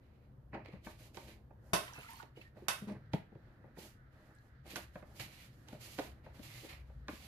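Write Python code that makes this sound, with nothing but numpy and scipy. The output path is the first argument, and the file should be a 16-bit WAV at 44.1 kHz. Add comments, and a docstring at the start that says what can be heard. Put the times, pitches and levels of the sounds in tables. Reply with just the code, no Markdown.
"""Working crumbly dough in a bowl

Crumbs and skin rub a wide bowl on a stone counter; finger knocks ring its modes. A plastic bottle cap
snaps twice, oil gurgles in the neck, and the bottle's base judders on the stone. Liquid, bottle and glass
give short ringing notes and tiny high ticks. A hard kitchen rings after each blow, over a low rumble.
Heard by a phone above the bowl."""
import sys
import numpy as np
from scipy import signal
from scipy.fft import rfft, irfft
from scipy.io import wavfile
from scipy.ndimage import uniform_filter1d

SR = 44100
rng = np.random.default_rng(int(sys.argv[2]) if len(sys.argv) > 2 else 0)


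def generate_wav(sig):
    """Save sig (samples, or channels by samples) to the path in sys.argv[1] as 16-bit PCM at SR."""
    pcm = np.round(np.clip(np.atleast_2d(sig).T, -1, 1) * 32767).astype(np.int16)
    wavfile.write(sys.argv[1], SR, pcm)


N = 320607
T = np.arange(N) / SR

# hand, dough and bottle strokes: (time [s], hold [s], scrape [dB], rustle re scrape [dB],
# bowl pressure re scrape [dB])
STROKES = [(-0.01, 0.25, -82, -14, -9), (0.528, 0.02, -56, -34, 7.5), (0.642, 0.03, -62.5, -23, -4),
           (0.709, 0.037, -67, -17, 8), (0.832, 0.068, -65.5, -1, 5.5), (0.975, 0.077, -70.5, 1, 6),
           (1.135, 0.093, -66, 0, 7), (1.266, 0.032, -65, -3.5, 10), (1.616, 0.089, -95, 15.5, 27),
           (1.765, 0.42, -65.5, -0.5, -19), (2.353, 0.0087, -68.5, -6, -16), (2.398, 0.013, -67, -8, -22),
           (2.55, 0.078, -76, -3.5, 16), (2.871, 0.02, -63, -12.5, 16), (3.129, 0.0064, -57, -10, 0),
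           (3.328, 0.35, -88, -8, 22), (3.742, 0.017, -76, -7.5, 13), (3.77, 0.075, -66.5, 5.5, 4),
           (4.096, 0.16, -85, -1.5, 20), (4.225, 0.22, -89, 4, 21), (4.649, 0.052, -65, -1, 10.5),
           (4.692, 0.02, -59, -0.5, 0), (4.753, 0.0013, -52, 0.5, 2.5), (4.926, 0.045, -73.5, -1, 8),
           (5.043, 0.21, -83, 5.5, 19.5), (5.145, 0.062, -69, 5, -5), (5.192, 0.01, -49, -3, -7.5),
           (5.232, 0.21, -65.5, -2.5, -2), (5.504, 0.26, -86.5, 5.5, 14), (5.666, 0.075, -66.5, -3, 5),
           (5.796, 0.14, -62, 3, 1.5), (5.969, 0.088, -60, -1.5, 7), (6.23, 0.043, -70, -11.5, 7.5),
           (6.324, 0.13, -72.5, -0.5, 7.5), (6.417, 0.23, -61.5, -0.5, -2.5), (6.682, 0.039, -55, -8, -4),
           (6.843, 0.12, -86, -1.5, 9.5), (7.081, 0.57, -63.5, -1, -4)]
# crumb spectrum: (frequency [Hz], gain [dB])
CRUMB_SPECTRUM = [(530, -53.5), (900, 19.5), (1220, -4), (1370, -15), (1490, -13), (2360, -9.5),
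                  (4900, -5.5), (5320, -8.5), (8630, -11), (11600, -1), (14500, -2.5), (15200, -23.5)]
# knocks on bowl and counter: (time [s], ring peak [dB], tick re ring [dB], favoured ring [Hz], thud [Hz])
KNOCKS = [(0.531, -42.5, -22, 890, 209), (0.538, -41, -13, 704, 214), (0.547, -37, -9, 810, 232),
          (0.572, -46.5, -20, 704, 239), (0.649, -51, -6, 666, 113), (0.685, -49.5, -4, 465, 324),
          (0.735, -48.5, -6, 410, 191), (0.866, -39, -23, 940, 207), (1.146, -58, 9, 525, 331),
          (1.171, -39, -2, 890, 345), (1.507, -48.5, -47, 790, 113), (1.98, -44.5, -15, 550, 130),
          (2.228, -48.5, -2.5, 900, 124.2), (2.372, -50.5, -22, 410, 438.7), (2.389, -58, -10, 430, 320),
          (2.567, -47.5, -26, 580, 199), (2.622, -47.5, -27, 396, 348), (3.134, -30, -4, 603, 160),
          (3.137, -31.5, -6.5, 221, 157.5), (3.32, -51.5, -18, 502, 204.6), (3.352, -48, -17, 459, 139),
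          (3.639, -51, -33.5, 694, 121), (3.768, -48.5, -27, 830, 161), (3.782, -46.5, -15, 503, 200),
          (4.653, -53, -9, 500, 140), (4.734, -46.5, -10, 437, 314), (4.758, -36.5, 4, 1440, 145),
          (4.765, -52.5, 20, 1010, 287), (4.774, -44.5, -6, 695, 308), (4.955, -38.5, -10.5, 970, 187),
          (5.025, -45, -15, 866, 191), (5.198, -42, 7, 685, 119), (5.686, -50.5, 8.5, 860, 126),
          (5.728, -41, -7, 620, 230), (5.746, -46, -19, 640, 139), (5.982, -41, -10, 750, 310),
          (5.9875, -29, -4, 660, 301), (5.995, -39, 4, 646, 280), (6.262, -45.5, -16, 710, 131),
          (6.394, -47.5, -4, 423, 230), (6.632, -51, -20, 435, 332), (6.644, -47, -22, 506, 320),
          (6.652, -60, -22, 450, 345), (6.896, -53, -15, 580, 152), (7.083, -36, 0, 1270, 316),
          (7.088, -38, -14, 396, 298), (7.129, -49, -16, 392, 214)]
# bowl, hollow bottle and hinged lid modes: (frequency [Hz], gain [dB], t60 [s])
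BOWL_MODES = [(199, 2.5, 0.092), (328, -1, 0.081), (423, -5.5, 0.062), (526, -3, 0.049), (625, -4.5, 0.069),
              (706, -8, 0.058), (820, -2.5, 0.026), (946, -4, 0.026), (1195, -1.5, 0.0093),
              (1480, -3, 0.019), (1875, 8.5, 0.0053), (2580, -2.5, 0.025)]
BOTTLE_MODES = [(161, 7, 0.029), (315, -8.5, 0.12), (418, 0, 0.038), (598, -7, 0.14), (604, 4.5, 0.057),
                (727, 4, 0.034), (765, -7.5, 0.032), (1052, -3.5, 0.045)]
LID_MODES = [(1582, 2.5, 0.054), (2563, 3.5, 0.04), (3763, 3, 0.027)]
# cap snaps: (time [s], crack peak [dB], bottle re crack [dB], treble tilt [dB/oct], left - right [dB])
SNAPS = [(1.732, -18, -8, -1, 12), (2.6822, -23.5, -20.5, -1, -18)]
# plastic crack spectrum: (frequency [Hz], gain [dB])
CRACK_SPECTRUM = [(290, -46), (500, 0), (1530, 4.5), (2800, 0.5), (3620, -6), (5190, -3), (11400, -3.5),
                  (14400, -13.5), (15400, -68.5)]
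# bottle base on stone: (time [s], length [s], slip rate [Hz], level [dB])
JUDDERS = [(2.817, 0.028, 205, -41), (2.87, 0.056, 207, -38.5)]
# oil in the bottle neck: (time [s], bubble rate [1/s], base level [dB])
GURGLE = [(1.861, 222, -55), (2.151, 240, -57), (2.236, 150, -60), (2.27, 45, -72)]
# notes and ticks of liquid, bottle and glass: (time [s], length [s], pitch [Hz], level [dB])
NOTES_AND_TICKS = [(1.95, 0.06, 2640, -55), (1.989, 0.002, 10500, -56), (2.087, 0.043, 921, -53),
                   (2.106, 0.0006, 12800, -42), (2.133, 0.002, 9300, -54), (2.155, 0.024, 4320, -64),
                   (2.167, 0.001, 13800, -54), (2.18, 0.001, 6000, -58), (2.196, 0.011, 914, -52.5),
                   (2.197, 0.0094, 1137, -49), (2.198, 0.012, 1460, -51), (2.22, 0.011, 903, -52.5),
                   (2.36, 0.026, 2900, -62), (2.413, 0.0057, 2597, -51), (2.447, 0.032, 1830, -63),
                   (3.97, 0.05, 1493, -71), (4.35, 0.003, 8000, -67), (4.359, .06, 1666, -69),
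                   (4.386, 0.0005, 4200, -65), (4.387, 0.0004, 6200, -70)]
# household rumble: (time [s], level near 65 Hz [dB], level near 120 Hz [dB])
RUMBLE = [(0, -67, -71.5), (.65, -63, -58), (1.36, -60, -66.5), (1.9, -65, -67.5), (2.5, -68, -64.5),
          (2.9, -65, -56), (3.352, -72.5, -65), (3.999, -60.5, -67), (4.248, -68.5, -68.5),
          (5.28, -59.5, -61), (5.67, -67.5, -63.5), (6.3, -56, -61.5), (6.6, -64.5, -61.5),
          (6.85, -50, -61.5), (7.27, -60.5, -61.5)]
# household air spectrum: (frequency [Hz], gain [dB])
AIR_SPECTRUM = [(13, -38.5), (22, -1), (59, -7), (96, -9), (130, -2.5), (153, -28.5), (206, -11),
                (397, -22), (431, -25), (468, -21), (1690, -40.5), (2100, -50), (3000, -51), (5000, -57.5),
                (8000, -63), (15000, -54.5)]
# faint mid hiss: (time [s], level [dB])
HISS = [(0, -83), (1.3, -93.5), (1.9, -68), (2.4, -81), (2.9, -73.5), (4.8, -72.5), (7.27, -76.5)]
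# kitchen decay: (frequency [Hz], t60 [s])
KITCHEN_DECAY = [(150, 0.36), (500, 0.21), (1500, 0.31), (4000, 0.31), (9000, 0.099), (14000, 0.36)]
# microphone port imbalance: (frequency [Hz], left - right [dB])
PORT_BALANCE = [(60, 2), (400, -1), (1300, -3), (2500, -3.5), (5000, -8), (12000, -7)]

FADES_S = (0.25, 0.29, 0.31)  # rustle, scrape, bowl pressure
RISE_S, RISE_AT_DB, RISE_HALVING_DB = 0.017, -65.5, 20.5  # stronger strokes swell faster
MIDDLE_HZ, THUD_DB, THUD_LOSS_DB_PER_OCT = 430, 1.5, 7  # mid-bowl: low, heavy; rim: high, little thud
TICK_TOP_HZ, TICK_DB_PER_OCT = 5700, 13  # harder contacts tick brighter
KNOCK_PAN_DB, LID_DB, AIR_DB = 6.5, -14, -62
FLURRY_DELAYS_S, FLURRY_GAIN = (0.00018, 0.0005, 0.00089), 0.47
JUDDER_EDGE_S, JUDDER_DB_PER_OCT, JUDDER_WAVER = 0.0045, -15, 0.03
SPRAY_SHARE, SPRAY_LO_HZ, SPRAY_HI_HZ, SPRAY_DB = 0.3, 4180, 13500, -7.5
BOWL_LAG_S, BOTTLE_LAG_S = 0.0001, -0.00021  # bowl sounds reach the left port later, bottle sounds the right
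BOTTOM_HZ, TOP_HZ = 40, 14900


def rubbing():
    """Crumbs slip as tiny clicks, unrelated at the two ports; coarse slips shake the bowl's modes."""
    db, fine_db, press_db = np.transpose(STROKES)[2:]
    rustle, scrape, press = map(stroke_envelope, (db + fine_db, db, db + press_db), FADES_S)
    slips = rng.standard_normal((3, N)) * undb(1.5 * rng.exponential(size=(3, N)))
    crumbs = colour(slips[:2], CRUMB_SPECTRUM) * undb(1.3 * walk(40))  # the grip stutters
    fine = unit(colour(band(crumbs, 5400, 18000), [(7000, 13.3), (13000, 2.3)])) * undb(0.38 * walk(41))
    coarse = unit(band(crumbs, 1450, 2417, order=3)) * undb(0.84 * walk(30))
    lumps = undb(-4.5) * unit(band(slips[:2], 720, 1500))
    between = 1.04 * np.sqrt(rustle * scrape) * unit(band(crumbs, 2795, 4210, order=3))
    bowl = unit(band(ring(slips[2] * undb(3.2 * walk(40)), BOWL_MODES), 250, 1400))
    friction = rustle * fine + between + scrape * (coarse + lumps)
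    return np.sqrt(2) * friction + ports(press * bowl, BOWL_LAG_S)


def stroke_envelope(levels_db, fade_s):
    """Each stroke rises, holds and fades; overlaps add in power."""
    power = 0
    for (start_s, hold_s, force_db, *_), db in zip(STROKES, levels_db):
        rise_s = RISE_S * 2 ** ((RISE_AT_DB - force_db) / RISE_HALVING_DB)
        full_s = start_s + rise_s
        corners_s = [start_s - rise_s, full_s, full_s + hold_s, full_s + hold_s + fade_s]
        shape_db = np.interp(T, corners_s, [-33, -2, -4, -62.5], left=-200, right=-200)
        power += undb(db + shape_db) ** 2
    return np.sqrt(power)


def knocks():
    """A push with small bounces rings the bowl; nails add a tick, the blow's weight a dull thud."""
    out, t = np.zeros((2, N)), T[:int(0.25 * SR)]
    pans_db = KNOCK_PAN_DB * rng.standard_normal(len(KNOCKS))
    for (start_s, db, tick_db, spot_hz, thud_hz), pan_db in zip(KNOCKS, pans_db):
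        noise = rng.standard_normal((2, len(t)))
        push = 5.74 * (t == 0) + noise[0] * np.exp(-t / 0.0066)
        click = 6 * (t == 0) + noise[1] * np.exp(-t / 0.0025)
        # each spot favours the modes near one pitch
        modes = [(hz, gain_db - 8.5 * abs(np.log2(hz / spot_hz)), t60_s)
                 for hz, gain_db, t60_s in BOWL_MODES]
        body = ring(band(push, 120, 2.77 * spot_hz), modes)
        tick_top_hz = max(TICK_TOP_HZ * 2 ** (tick_db / TICK_DB_PER_OCT), 3000)
        tick = band(band(click, 900, 4500, order=1), 1200, tick_top_hz)
        thud_db = THUD_DB - THUD_LOSS_DB_PER_OCT * np.log2(spot_hz / MIDDLE_HZ)
        thud = np.sin(2 * np.pi * thud_hz * t) * np.exp(-t * thud_hz / 1.42) * (1 - np.exp(-t / 0.0026))
        contact = peak(body, db) + peak(tick, db + tick_db)
        add(out, start_s, ports(contact, BOWL_LAG_S, pan_db) + peak(thud, db + thud_db))
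    return out


def cap_snaps():
    """A sharp plastic crack; lid and hollow bottle ring under it."""
    out, t = np.zeros((2, N)), T[:int(0.4 * SR)]
    blow = signal.unit_impulse(len(t), 30)
    release = flurry(blow)
    for start_s, db, bottle_db, tilt_db_per_oct, pan_db in SNAPS:
        spectrum = [(hz, gain_db + tilt_db_per_oct * max(np.log2(hz / 1500), 0))
                    for hz, gain_db in CRACK_SPECTRUM]
        crack = peak(colour(release, spectrum) * (t < 0.2), db)
        bottle = peak(ring(blow, BOTTLE_MODES), db + bottle_db)
        lid = peak(ring(release, LID_MODES), db + LID_DB)
        add(out, start_s, ports(crack + bottle + lid, BOTTLE_LAG_S, pan_db))
    return out


def flurry(x):
    """The catch lets go: all-pass echoes spread a click over a few milliseconds."""
    for delay_s in FLURRY_DELAYS_S:
        feedback = np.r_[1, np.zeros(int(delay_s * SR)), -FLURRY_GAIN]
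        x = signal.lfilter(feedback[::-1], feedback, x)
    return x


def bottle_judders():
    """The base sticks and slips at a nearly even rate: a low buzz with a few overtones."""
    out = np.zeros((2, N))
    for start_s, length_s, hz, db in JUDDERS:
        t = T[:int(2 * length_s * SR)]
        shape = np.minimum(t / JUDDER_EDGE_S, 1) * np.exp(-np.maximum(t - length_s, 0) / JUDDER_EDGE_S)
        rate_waver, level_waver = unit(band(rng.standard_normal((2, len(t))), 12, 90, order=1))
        phase = 2 * np.pi * np.cumsum(hz * (1 + JUDDER_WAVER * rate_waver)) / SR
        buzz = sum(undb(JUDDER_DB_PER_OCT * np.log2(k)) * np.sin(k * phase) for k in range(1, 7))
        add(out, start_s, ports(undb(db + 2.75 * level_waver) * shape * buzz, BOTTLE_LAG_S))
    return out


def oil_gurgle():
    """Bubbles ring at random moments, gliding upward; the smallest burst as a spray of high ticks."""
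    out, t = np.zeros((2, N)), T[:int(0.04 * SR)]
    times_s, rates_hz, levels_db = np.transpose(GURGLE)
    now_s = times_s[0]
    for wait, pitch, size, kind in rng.random((200, 4)):
        now_s -= np.log(1 - wait) / np.interp(now_s, times_s, rates_hz)
        if now_s < times_s[-1]:
            is_spray = kind < SPRAY_SHARE
            hz = SPRAY_LO_HZ * (SPRAY_HI_HZ / SPRAY_LO_HZ) ** pitch if is_spray else 850 * 3.8 ** pitch
            bubble = np.sin(2 * np.pi * hz * t * (1 + 3 * t)) * np.exp(-t * hz / 7)
            db = np.interp(now_s, times_s, levels_db) + is_spray * SPRAY_DB - 3.23 * np.log(1 - size)
            add(out, now_s, ports(bubble * undb(db), BOTTLE_LAG_S))
    return out


def notes_and_ticks():
    """Short ringing notes and tiny high ticks from liquid, bottle and glass."""
    out = np.zeros((2, N))
    for start_s, length_s, hz, db in NOTES_AND_TICKS:
        t = T[:int((length_s + 0.02) * SR)]
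        shape = np.minimum(t * hz / 3, 1) * np.exp(-np.maximum(t - length_s, 0) * hz / 3.3)
        rough = 1 + 0.26 * unit(band(rng.standard_normal(len(t)), 0.025 * hz, 0.058 * hz, order=1))
        add(out, start_s, ports(undb(db) * shape * rough * np.sin(2 * np.pi * hz * t), BOTTLE_LAG_S))
    return out


def kitchen(x, wet_db):
    """Hard walls: a noise tail per port, decaying band by band; the bass is weak and alike in both."""
    t = T[:int(0.7 * SR)]
    decay_hz, decay_s = np.transpose(KITCHEN_DECAY)
    tail = 0
    for hz in 128 * np.sqrt(2) ** np.arange(15):
        mid, side = band(rng.standard_normal((2, len(t))), hz / 2 ** 0.25, hz * 2 ** 0.25, order=1)
        pair = mid + min(hz / 900, 1) * np.array([side, -side])
        t60_s = np.interp(np.log(hz), np.log(decay_hz), decay_s)
        tail += min(hz / 500, 1) * pair * undb(-60 * t / t60_s)
    tail = tail * (1 - np.exp(-t / 0.00033)) / np.sqrt(np.sum(tail ** 2) / 2)
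    return undb(wet_db) * signal.fftconvolve(x.mean(axis=0)[None], tail, axes=1)[:, :N]


def house_rumble():
    """Rumble alike in both ports, flickering band by band, with a faint wider hiss above."""
    times_s, low_db, upper_db = np.transpose(RUMBLE)
    mid, side = rng.standard_normal((2, N))
    wide = band(side, 750, 16000, order=1) + 0.072 * side
    air = unit(colour(mid + np.array([wide, -wide]), AIR_SPECTRUM)) * undb(AIR_DB + walk(3.2))
    low = unit(band(rng.standard_normal(N), 55, 75))
    low *= undb(np.interp(T, times_s, low_db) + 0.5 * walk(2.9))
    upper = unit(band(rng.standard_normal(N), 100, 145))
    upper *= undb(np.interp(T, times_s, upper_db) + 1.2 * walk(14))
    hiss = unit(band(rng.standard_normal((2, N)), 1217, 1950, order=3))
    hiss += unit(band(rng.standard_normal((2, N)), 2300, 4500)) * undb(-16.5 + 2.5 * walk(9))
    hiss *= undb(np.interp(T, *np.transpose(HISS)) + 1.4 * walk(23))
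    return air + low + upper + hiss


def undb(db):
    return 10 ** (np.asarray(db) / 20)


def unit(x):
    return x / np.sqrt(np.mean(x ** 2))


def peak(x, db):
    return x * undb(db) / np.abs(x).max()


def colour(x, spectrum):
    """Filter by (frequency [Hz], gain [dB]) points."""
    hz, db = np.transpose(spectrum)
    bins_hz = np.maximum(np.fft.rfftfreq(x.shape[-1], 1 / SR), 1)
    return irfft(rfft(x) * undb(np.interp(np.log(bins_hz), np.log(hz), db)), x.shape[-1])


def band(x, lo_hz, hi_hz, order=2):
    sos = signal.butter(order, [lo_hz, min(hi_hz, 0.45 * SR)], "band", fs=SR, output="sos")
    return signal.sosfilt(sos, x)


def ring(x, modes):
    """Decaying modes struck by x, summed with alternating sign."""
    out = 0
    for k, (hz, db, t60_s) in enumerate(modes):
        r, w = np.exp(-np.log(1000) / (t60_s * SR)), 2 * np.pi * hz / SR
        mode = signal.lfilter([0, r * np.sin(w)], [1, -2 * r * np.cos(w), r * r], x)
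        out += (-1) ** k * undb(db) * mode
    return out


def walk(rate_hz):
    """Random steps, smoothed twice; unit RMS."""
    hold = int(SR / rate_hz)
    steps = np.repeat(rng.standard_normal(N // hold + 1), hold)
    return unit(uniform_filter1d(uniform_filter1d(steps, hold), hold)[:N])


def ports(x, lag_s, pan_db=0):
    """Two microphone ports: the left is lag_s later and pan_db louder."""
    lag = round(abs(lag_s) * SR)
    late = np.r_[np.zeros(lag), x[:len(x) - lag]]
    pair = (late, x) if lag_s > 0 else (x, late)
    return np.array(pair) * undb([[pan_db / 2], [-pan_db / 2]])


def add(out, start_s, sound):
    start = int(start_s * SR)
    n = min(sound.shape[-1], N - start)
    out[:, start:start + n] += sound[:, :n]


def scene():
    """Rubbing and rumble stay dry; the short sounds ring the kitchen."""
    sends = ((knocks() + bottle_judders(), -3), (notes_and_ticks() + oil_gurgle(), -5), (cap_snaps(), 8))
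    return rubbing() + house_rumble() + sum(x + kitchen(x, wet_db) for x, wet_db in sends)


def record(dry):
    """The right port faces the bowl and hears more treble; the phone cuts deep bass and the very top."""
    pair = [colour(x, [(hz, sign * db / 2) for hz, db in PORT_BALANCE]) for x, sign in zip(dry, (1, -1))]
    highpassed = signal.sosfilt(signal.butter(2, BOTTOM_HZ, "high", fs=SR, output="sos"), np.array(pair))
    return signal.sosfilt(signal.ellip(10, 0.2, 80, TOP_HZ, fs=SR, output="sos"), highpassed)


dry = scene()
out = record(dry)
generate_wav(out)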